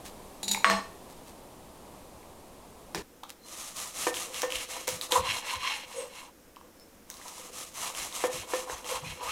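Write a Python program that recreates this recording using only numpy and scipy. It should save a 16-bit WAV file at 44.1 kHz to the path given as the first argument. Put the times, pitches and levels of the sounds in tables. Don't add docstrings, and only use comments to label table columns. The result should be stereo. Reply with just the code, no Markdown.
import sys
import numpy as np
from scipy import signal
from scipy.fft import rfft, irfft
from scipy.io import wavfile
from scipy.ndimage import uniform_filter1d

SR = 44100
rng = np.random.default_rng(int(sys.argv[2]) if len(sys.argv) > 2 else 0)


def nominal_scale(level):
    x = np.asarray(level, float) / 20
    return 10 ** x


def pcm_store(signal):
    levels = np.round(np.clip(np.atleast_2d(signal), -1, 1) * 32767)
    wavfile.write(sys.argv[1], SR, levels.astype(np.int16).T)


N = 410571
T = np.arange(N) / SR

# f/Hz, relative level/dB, t60/s
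BOARD_MODES = [(226, -13, 0.036), (341, -5.5, 0.044), (409, -8.5, 0.045), (486.4, -3, 0.16),
               (510.8, 2.5, 0.14), (592, -4.5, 0.039), (755, -10.5, 0.018), (870, -7, .035),
               (983, -1, 0.034), (1070, -10, 0.079), (1164, -11.5, 0.032), (1800, -8, 0.078),
               (2250, -11, 0.02)]


def level(x, rms_db):
    return x * nominal_scale(rms_db) / np.sqrt(np.mean(x ** 2))


def peak(x):
    return x / np.abs(x).max()


def colour(x, points):
    hz, db = np.transpose(points)
    log_f = np.log(np.arange(len(x) // 2 + 1) * SR / len(x) + 1)
    return irfft(rfft(x) * nominal_scale(np.interp(log_f, np.log(hz), db)), len(x))


def band(x, low_hz, high_hz):
    sos = signal.butter(2, [low_hz, high_hz], "bandpass", fs=SR, output="sos")
    return signal.sosfilt(sos, x)


def ring(x, hz, width_hz):
    return signal.lfilter(*signal.iirpeak(hz, hz / width_hz, SR), x)


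def resound(push, modes):
    rows = []
    for hz, db, t60_s in modes:
        r = 1000 ** (-1 / (t60_s * SR))
        w = 2 * np.pi * hz / SR
        rows.append(nominal_scale(db) * signal.lfilter([0, np.sin(w)], [1, -2 * r * np.cos(w), r * r], push))
    return np.array(rows)


def grains(rate_hz, spread_db):
    sizes = rng.standard_normal(N) * nominal_scale(spread_db * rng.exponential(size=N))
    return (rng.random(N) < rate_hz / SR) * sizes


def flicker(rate_hz, depth_db):
    k = int(SR / rate_hz)
    steps = np.repeat(rng.standard_normal(N // k + 1), k)
    return nominal_scale(depth_db * uniform_filter1d(steps, k)[:N])


def swell(length_s):
    return np.sin(np.pi * np.linspace(0, 1, int(length_s * SR)) ** 0.6)


def add(track, s, sound):
    i = int(s * SR)
    track[i:i + len(sound)] += sound[:N - i]


def blows(events, modes, scatter_db, click_hz, chatter, rattle_hz):
    out, t = np.zeros(N), T[:SR // 3]
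    chatter_db, rattle_db, chatter_s = chatter
    decay = np.exp(-t / chatter_s)
    click = peak(band(t == 0, click_hz / 2, click_hz * 1.23))
    for s, body_db, click_db in events:
        rebounds = (rng.random(len(t)) < 0.05) * rng.standard_normal(len(t)) * decay
        push = (t == 0) + nominal_scale(chatter_db) * rebounds / np.sqrt(np.sum(rebounds ** 2))
        signs = (-1) ** np.arange(len(modes))
        balance = nominal_scale(scatter_db * rng.standard_normal(len(modes))) * signs
        body = band(balance @ resound(push, modes), 0.59 * modes[0][0], 11000)
        rattle = band(rebounds + 0.32 * rng.standard_normal(len(t)) * decay, *rattle_hz)
        blow = peak(body) + nominal_scale(click_db) * click + nominal_scale(rattle_db) * peak(rattle)
        add(out, s + 0.001493, nominal_scale(body_db) * blow)
    return out


def air(points, rms_db):
    return level(colour(rng.standard_normal(N), points) * flicker(2.82, 0.3), rms_db)


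def first_air():
    # f/Hz, relative density/dB
    spectrum = [(25, -2.5), (48, -6), (65, -3), (117, -8.5), (200, -5), (535, -6), (1000, -9),
                (1200, -13.5), (1450, -21), (3140, -23), (5360, -25.5), (9500, -24), (14300, -29.5),
                (16500, -40)]
    fall_db_per_s = -1
    return air(spectrum, -49.5) * nominal_scale(fall_db_per_s * (T - 1.75))


def brush():
    # t/s, length/s, gain/dB
    brushes = [(.045, 0.064, -46.5), (1.09, 0.057, -56.5), (1.16, .05, -60), (1.26, 0.082, -56),
               (3.284, .06, -52)]
    touch = np.zeros(N)
    for s, length_s, db in brushes:
        add(touch, s, nominal_scale(db) * swell(length_s))
    return touch * level(ring(grains(6000, 2.5), 3200, 7400), 0)


def tip_touches():
    # t/s, body peak/dB
    touches = [(.4285, -25.5), (.479, -18), (0.5114, -14.5), (0.547, -37)]
    # f/Hz, relative level/dB, t60/s
    modes = [(195, -19.5, 0.28), (910, -12, 0.045), (3630, -5, 0.023), (3877, 1, 0.03), (4160, -5, 0.037),
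             (4620, -4.5, 0.02), (5300, -22, .04), (5900, -13, 0.041), (6660, -14, 0.032),
             (6920, 4.5, 0.022), (8630, -9, 0.022), (10000, -15, .025), (10900, -18, .025),
             (12100, -24, 0.023)]
    click_db = -6.5
    chatter = (6.6, -4, 0.017)
    events = [(s, db, click_db) for s, db in touches]
    return blows(events, modes, 1.1, 3100, chatter, (2500, 12000))


def clicks_and_taps():
    # t/s, level/dB, centre f/Hz
    clicks = [(.547, -13, 2240), (.549, -21.5, 900), (.575, -24, 910), (0.6993, -17, 6500),
              (2.23, -41, 2200), (2.9475, -21, 5200), (3.2329, -28.5, 890), (3.2353, -28, 3500),
              (3.2392, -31.5, 1190), (3.292, -50, 1290), (3.309, -39, 5000), (3.768, -23, 7100),
              (4.142, -19.5, 3200), (4.1694, -18.5, 2960), (4.344, -21, 3080), (4.4194, -13, 6050),
              (4.5044, -21, 2920), (4.5224, -15, 2800), (4.556, -16, 3000), (4.585, -22, 3070),
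              (4.8791, -13, 6000), (4.889, -13.5, 5940), (5.0126, -15.5, 3970), (5.1213, -7, 3200),
              (6.562, -36, 2900), (6.5677, -33, 1040), (6.612, -39, 1020), (6.648, -48, 1000),
              (6.798, -40.5, 5000), (7.101, -22, 6060), (7.113, -34, 4000), (7.141, -33, 4000),
              (7.1695, -34, 4800), (7.215, -33.5, 1900), (7.282, -27.5, 5930), (7.7428, -33, 5940),
              (7.95, -24.5, 2900), (8.126, -28, 3640), (8.6985, -24, 1800), (8.8448, -28, 3040)]
    out, t = np.zeros(N), T[:SR // 50]
    for s, db, hz in clicks:
        cycles = np.sin(2 * np.pi * hz * t) * t * hz / 1.83 * np.exp(1 - t * hz / 1.095)
        burst = 0.42 * ring(rng.standard_normal(len(t)), hz, 2.1 * hz) * np.exp(-t / 0.0014)
        add(out, s, nominal_scale(db) * (cycles + burst))
    return out


def knife_drops():
    # t/s, body peak/dB, contact click re body/dB
    drops = [(.6435, -15.5, 14), (.678, -23.5, -15), (.698, -16, 7), (.717, -29.5, -19)]
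    # f/Hz, relative level/dB, t60/s
    modes = [(195.5, -13.5, 0.24), (326, -15, 0.15), (474, -8, 0.097), (657, -5, 0.084), (855, -1.5, 0.04),
             (1101, 6.5, 0.09), (1150, -6, 0.2), (1816, -6, 0.088), (2210, -9, .05), (2600, -9, 0.048),
             (3020, -22, 0.032), (3690, -21, .05), (4190, -5.5, 0.072), (4500, -21, .07),
             (5314, -19, 0.095), (6610, -10, 0.087), (8400, -13, 0.052)]
    chatter = (7.6, -4.5, 0.035)
    return blows(drops, modes, 2.3, 1800, chatter, (700, 5500))


def thuds():
    # t/s, rms/dB, f/Hz
    shakes = [(0.691, -54.5, 72), (2.951, -55.5, 72), (4.539, -55, 72.5), (4.90, -65, 72), (4.90, -53, 158),
              (5.17, -46, 74), (5.169, -50, 150), (5.26, -52.5, 140), (5.545, -53, 72), (7.988, -58, 73),
              (8.33, -54.5, 140), (8.36, -57, 70.5), (8.708, -54, 72.5), (8.931, -59, 75),
              (9.015, -48.5, 161), (9.07, -53, 140), (9.058, -52, 75), (9.23, -59, 75.6)]
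    out, t = np.zeros(N), T[:SR // 8]
    for s, rms_db, hz in shakes:
        shudder = band(rng.standard_normal(2 * len(t)), 0.6 * hz, 1.17 * hz)[len(t):]
        add(out, s, level(shudder * t ** 2 * np.exp(-t / 0.016), rms_db))
    return out


def loaf_down():
    # t/s, body peak/dB, contact click re body/dB
    contacts = [(2.9455, -26, 4.5), (2.975, -30.5, -15)]
    # f/Hz, relative level/dB, t60/s
    modes = [(192, -4.5, 0.053), (290, -5.5, 0.05), (437, 2, .04), (710, -13, 0.017), (970, -4, 0.017),
             (1730, -5, 0.024), (2450, -4, 0.0092)]
    chatter = (1, 0.5, 0.018)
    return blows(contacts, modes, 1.8, 1260, chatter, (150, 7000))


def second_air():
    # f/Hz, relative density/dB
    spectrum = [(25, -4.5), (46, -10), (66, -5), (130, -15), (179, -7), (200, -7), (323, -5), (404, -12),
                (506, -6), (634, -13), (4530, -27), (5360, -23), (7730, -25.5), (15200, -26.5),
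                (16500, -51)]
    return air(spectrum, -56)


def strokes():
    # turn t/s, fastest t/s, crumb hiss gain/dB, crust rasp gain/dB, board high ring gain/dB
    table = [(3.44, 3.64, -44, -65, -61), (3.739, 3.8, -39.5, -69, -53), (3.929, 4.06, -36, -41, -52.5),
             (4.12, 4.178, -39, -42.5, -56), (4.313, 4.383, -39.5, -38, -52),
             (4.49, 4.57, -40.5, -34.5, -57), (4.68, 4.729, -43, -40, -54),
             (4.87, 4.875, -39.5, -41.5, -58), (5.019, 5.017, -42.5, -54, -55),
             (5.104, 5.127, -32.5, -34, -33), (5.218, 5.323, -41.5, -29, -43.5),
             (5.433, 5.527, -42.5, -30.5, -48.5), (5.589, 5.664, -45.5, -31, -51),
             (5.864, 5.98, -49.5, -43, -53), (6.103, 6.168, -51, -45, -52.5), (7.08, 7.44, -47.5, -56, -55),
             (7.514, 7.575, -44.5, -53, -73), (7.734, 7.852, -37.5, -41, -45.5),
             (7.933, 8.005, -38, -39, -50.5), (8.108, 8.228, -37, -41, -46),
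             (8.293, 8.366, -42, -39.5, -55), (8.462, 8.554, -39, -41.5, -46),
             (8.66, 8.715, -45.5, -46, -46.5), (8.84, 8.92, -41, -36.5, -42),
             (9.016, 9.083, -47.5, -39.5, -51), (9.204, 9.327, -41.5, -33.5, -41.5)]
    rests_s = (6.3, 9.42)
    at_turn_db = (-14, -8.5, -7)
    speed_power = (1.13, 2.33, 0.84)
    turn, fastest, *gains_db = np.transpose(table)
    ends = np.sort(np.append(turn, rests_s))
    stop = ends[np.searchsorted(ends, turn) + 1]
    k = np.clip(np.searchsorted(turn, T) - 1, 0, None)
    rising = (T - turn[k]) / (fastest - turn)[k]
    falling = (stop[k] - T) / (stop - fastest)[k]
    way = np.where(T < fastest[k], rising, falling)
    speed = np.sin(np.pi / 2 * np.clip(way, 0, 1))

    def slew(x):
        return uniform_filter1d(1.0 * x, SR // 20)

    return [nominal_scale(slew(db[k])) * (speed ** power + nominal_scale(left_db) * slew(way > 0))
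            for db, left_db, power in zip(gains_db, at_turn_db, speed_power)]


def saw():
    # f/Hz, gain/dB
    crumb_spectrum = [(350, -12), (600, -6.5), (643, -3), (931, -6.5), (1240, 1), (1470, -11.5),
                      (1880, -6.5), (4110, -4.5), (4460, -8), (6290, -1.5), (11200, -7), (16000, -24)]
    # f/Hz, width/Hz, gain/dB
    crust_rings = [(2210, 11, 0.5), (2770, 110, -8), (3200, 22, -5), (4050, 170, -5.5), (5000, 210, -37.5),
                   (5320, 220, -5.5), (6050, 25, -2)]
    # t/s, gain/dB
    low_ring = [(3.3, -72), (3.9, -60), (4.4, -49.5), (4.6, -54.5), (5.2, -51), (5.45, -57), (6.1, -59),
                (6.4, -66.5), (7.1, -68.5), (7.5, -53), (7.7, -59.5), (8.0, -53.5), (8.55, -54),
                (9.0, -58.5), (9.3, -47.5)]
    hiss_gain, rasp_gain, high_gain = strokes()
    low_gain = nominal_scale(np.interp(T, *np.transpose(low_ring)))
    crumb = colour(grains(12000, 0.61), crumb_spectrum) * flicker(40, 1.73)
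    edge = grains(5000, 1.05) * flicker(60, 2.1)
    crust = sum(nominal_scale(db) * ring(edge, hz, width_hz) for hz, width_hz, db in crust_rings)
    crust = crust + 0.34 * ring(edge, 2580, 2100)
    board = resound(grains(3000, 2) * flicker(45, 4.6), BOARD_MODES)
    low = band(board[:6].sum(axis=0), 285, 740)
    high = band(board[6:11].sum(axis=0), 750, 1800)
    out = hiss_gain * level(crumb, 0.57)
    out += rasp_gain * level(band(crust, 1500, 4030), -6.4)
    out += high_gain * level(high, -0.97)
    return out + low_gain * level(low, -0.73)


def drags():
    # t/s, length/s, f/Hz, rms before the swell/dB
    rubs = [(3.388, 0.15, 4130, -64), (5.127, 0.1, 507, -34), (5.151, 0.026, 1010, -23),
            (5.247, 0.11, 1030, -39), (5.488, 0.11, 1020, -37.5), (5.62, 0.098, 1070, -35.5),
            (5.691, 0.089, 870, -43.5), (5.94, 0.15, 518, -40), (5.95, 0.06, 6700, -54),
            (5.949, .11, 8300, -49), (5.955, .07, 10000, -50), (6.75, .045, 5270, -70),
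            (6.788, 0.07, 5270, -63), (8.887, 0.077, 506, -37.5), (8.69, 0.085, 6240, -49),
            (9.04, 0.066, 2490, -46), (9.27, 0.06, 1234, -39)]
    width_share, widest_hz = 0.075, 130
    out, run_in = np.zeros(N), SR // 10
    for s, length_s, hz, rms_db in rubs:
        width_hz = min(width_share * hz, widest_hz)
        shape = swell(length_s)
        slips = rng.standard_normal(len(shape) + run_in)
        sing = ring(ring(slips, hz, width_hz), hz, 2 * width_hz)[run_in:]
        add(out, s, level(sing, rms_db) * shape)
    return out


def board_knocks():
    # t/s, body peak/dB, contact click re body/dB
    knocks = [(4.067, -17, 0.5), (4.431, -21, 1), (4.521, -36.5, -8), (4.877, -24.5, -8.5), (5.12, -20, -9),
              (8.238, -19.5, 5), (8.534, -20, 0.5), (8.696, -37.5, 10.5), (8.843, -42, 6)]
    chatter = (-5.5, -6.5, 0.014)
    return blows(knocks, BOARD_MODES, 2.4, 740, chatter, (350, 2500))


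def room(x):
    t60_s, treble_t60_s, tail_db = 0.4, 0.35, -5
    t = T[:int(0.6 * SR)]
    noise = rng.standard_normal(len(t)) * np.clip(t / 0.0021, 0, 1)
    low = signal.lfilter(*signal.butter(1, 2500, fs=SR), noise)
    tail = low * 1000 ** (-t / t60_s) + (noise - low) * 1000 ** (-t / treble_t60_s)
    tail *= nominal_scale(tail_db) / np.sqrt(np.sum(tail ** 2))
    return x + signal.fftconvolve(x, tail)[:N]


def stereo_trace(mid):
    # f/Hz, scrambled share re mid/dB
    width = [(60, -35), (110, -24), (200, -29), (380, -25), (700, -30), (1290, -34.5), (2380, -30.5),
             (4400, -27), (8120, -21.5), (15000, -19)]
    hiss_db = -69.5
    smear = rng.standard_normal(SR // 50)
    smear /= np.sqrt(np.sum(smear ** 2))
    side = colour(signal.fftconvolve(mid, smear)[:N], width)
    side += nominal_scale(hiss_db) * rng.standard_normal(N)
    return np.array([mid + side, mid - side])


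def scene():
    edit_s, join_s = 3.021, 0.004
    hits = tip_touches() + clicks_and_taps() + knife_drops() + loaf_down() + drags() + board_knocks()
    first = room(hits * (T < edit_s)) + first_air()
    second = room(hits * (T >= edit_s)) + saw() + second_air()
    later = np.clip((T - edit_s) / join_s, 0, 1)
    mid = (1 - later) * first + later * second + thuds() + brush()
    return stereo_trace(mid)


def top_cut(x):
    return signal.sosfilt(signal.butter(12, 17150, fs=SR, output="sos"), x)


def record(dry):
    top_hz = 16150
    sos = signal.ellip(8, 0.2, 60, top_hz, fs=SR, output="sos")
    mix = signal.sosfilt(sos, dry)
    return top_cut(mix)


dry = scene()
out = record(dry)
pcm_store(out)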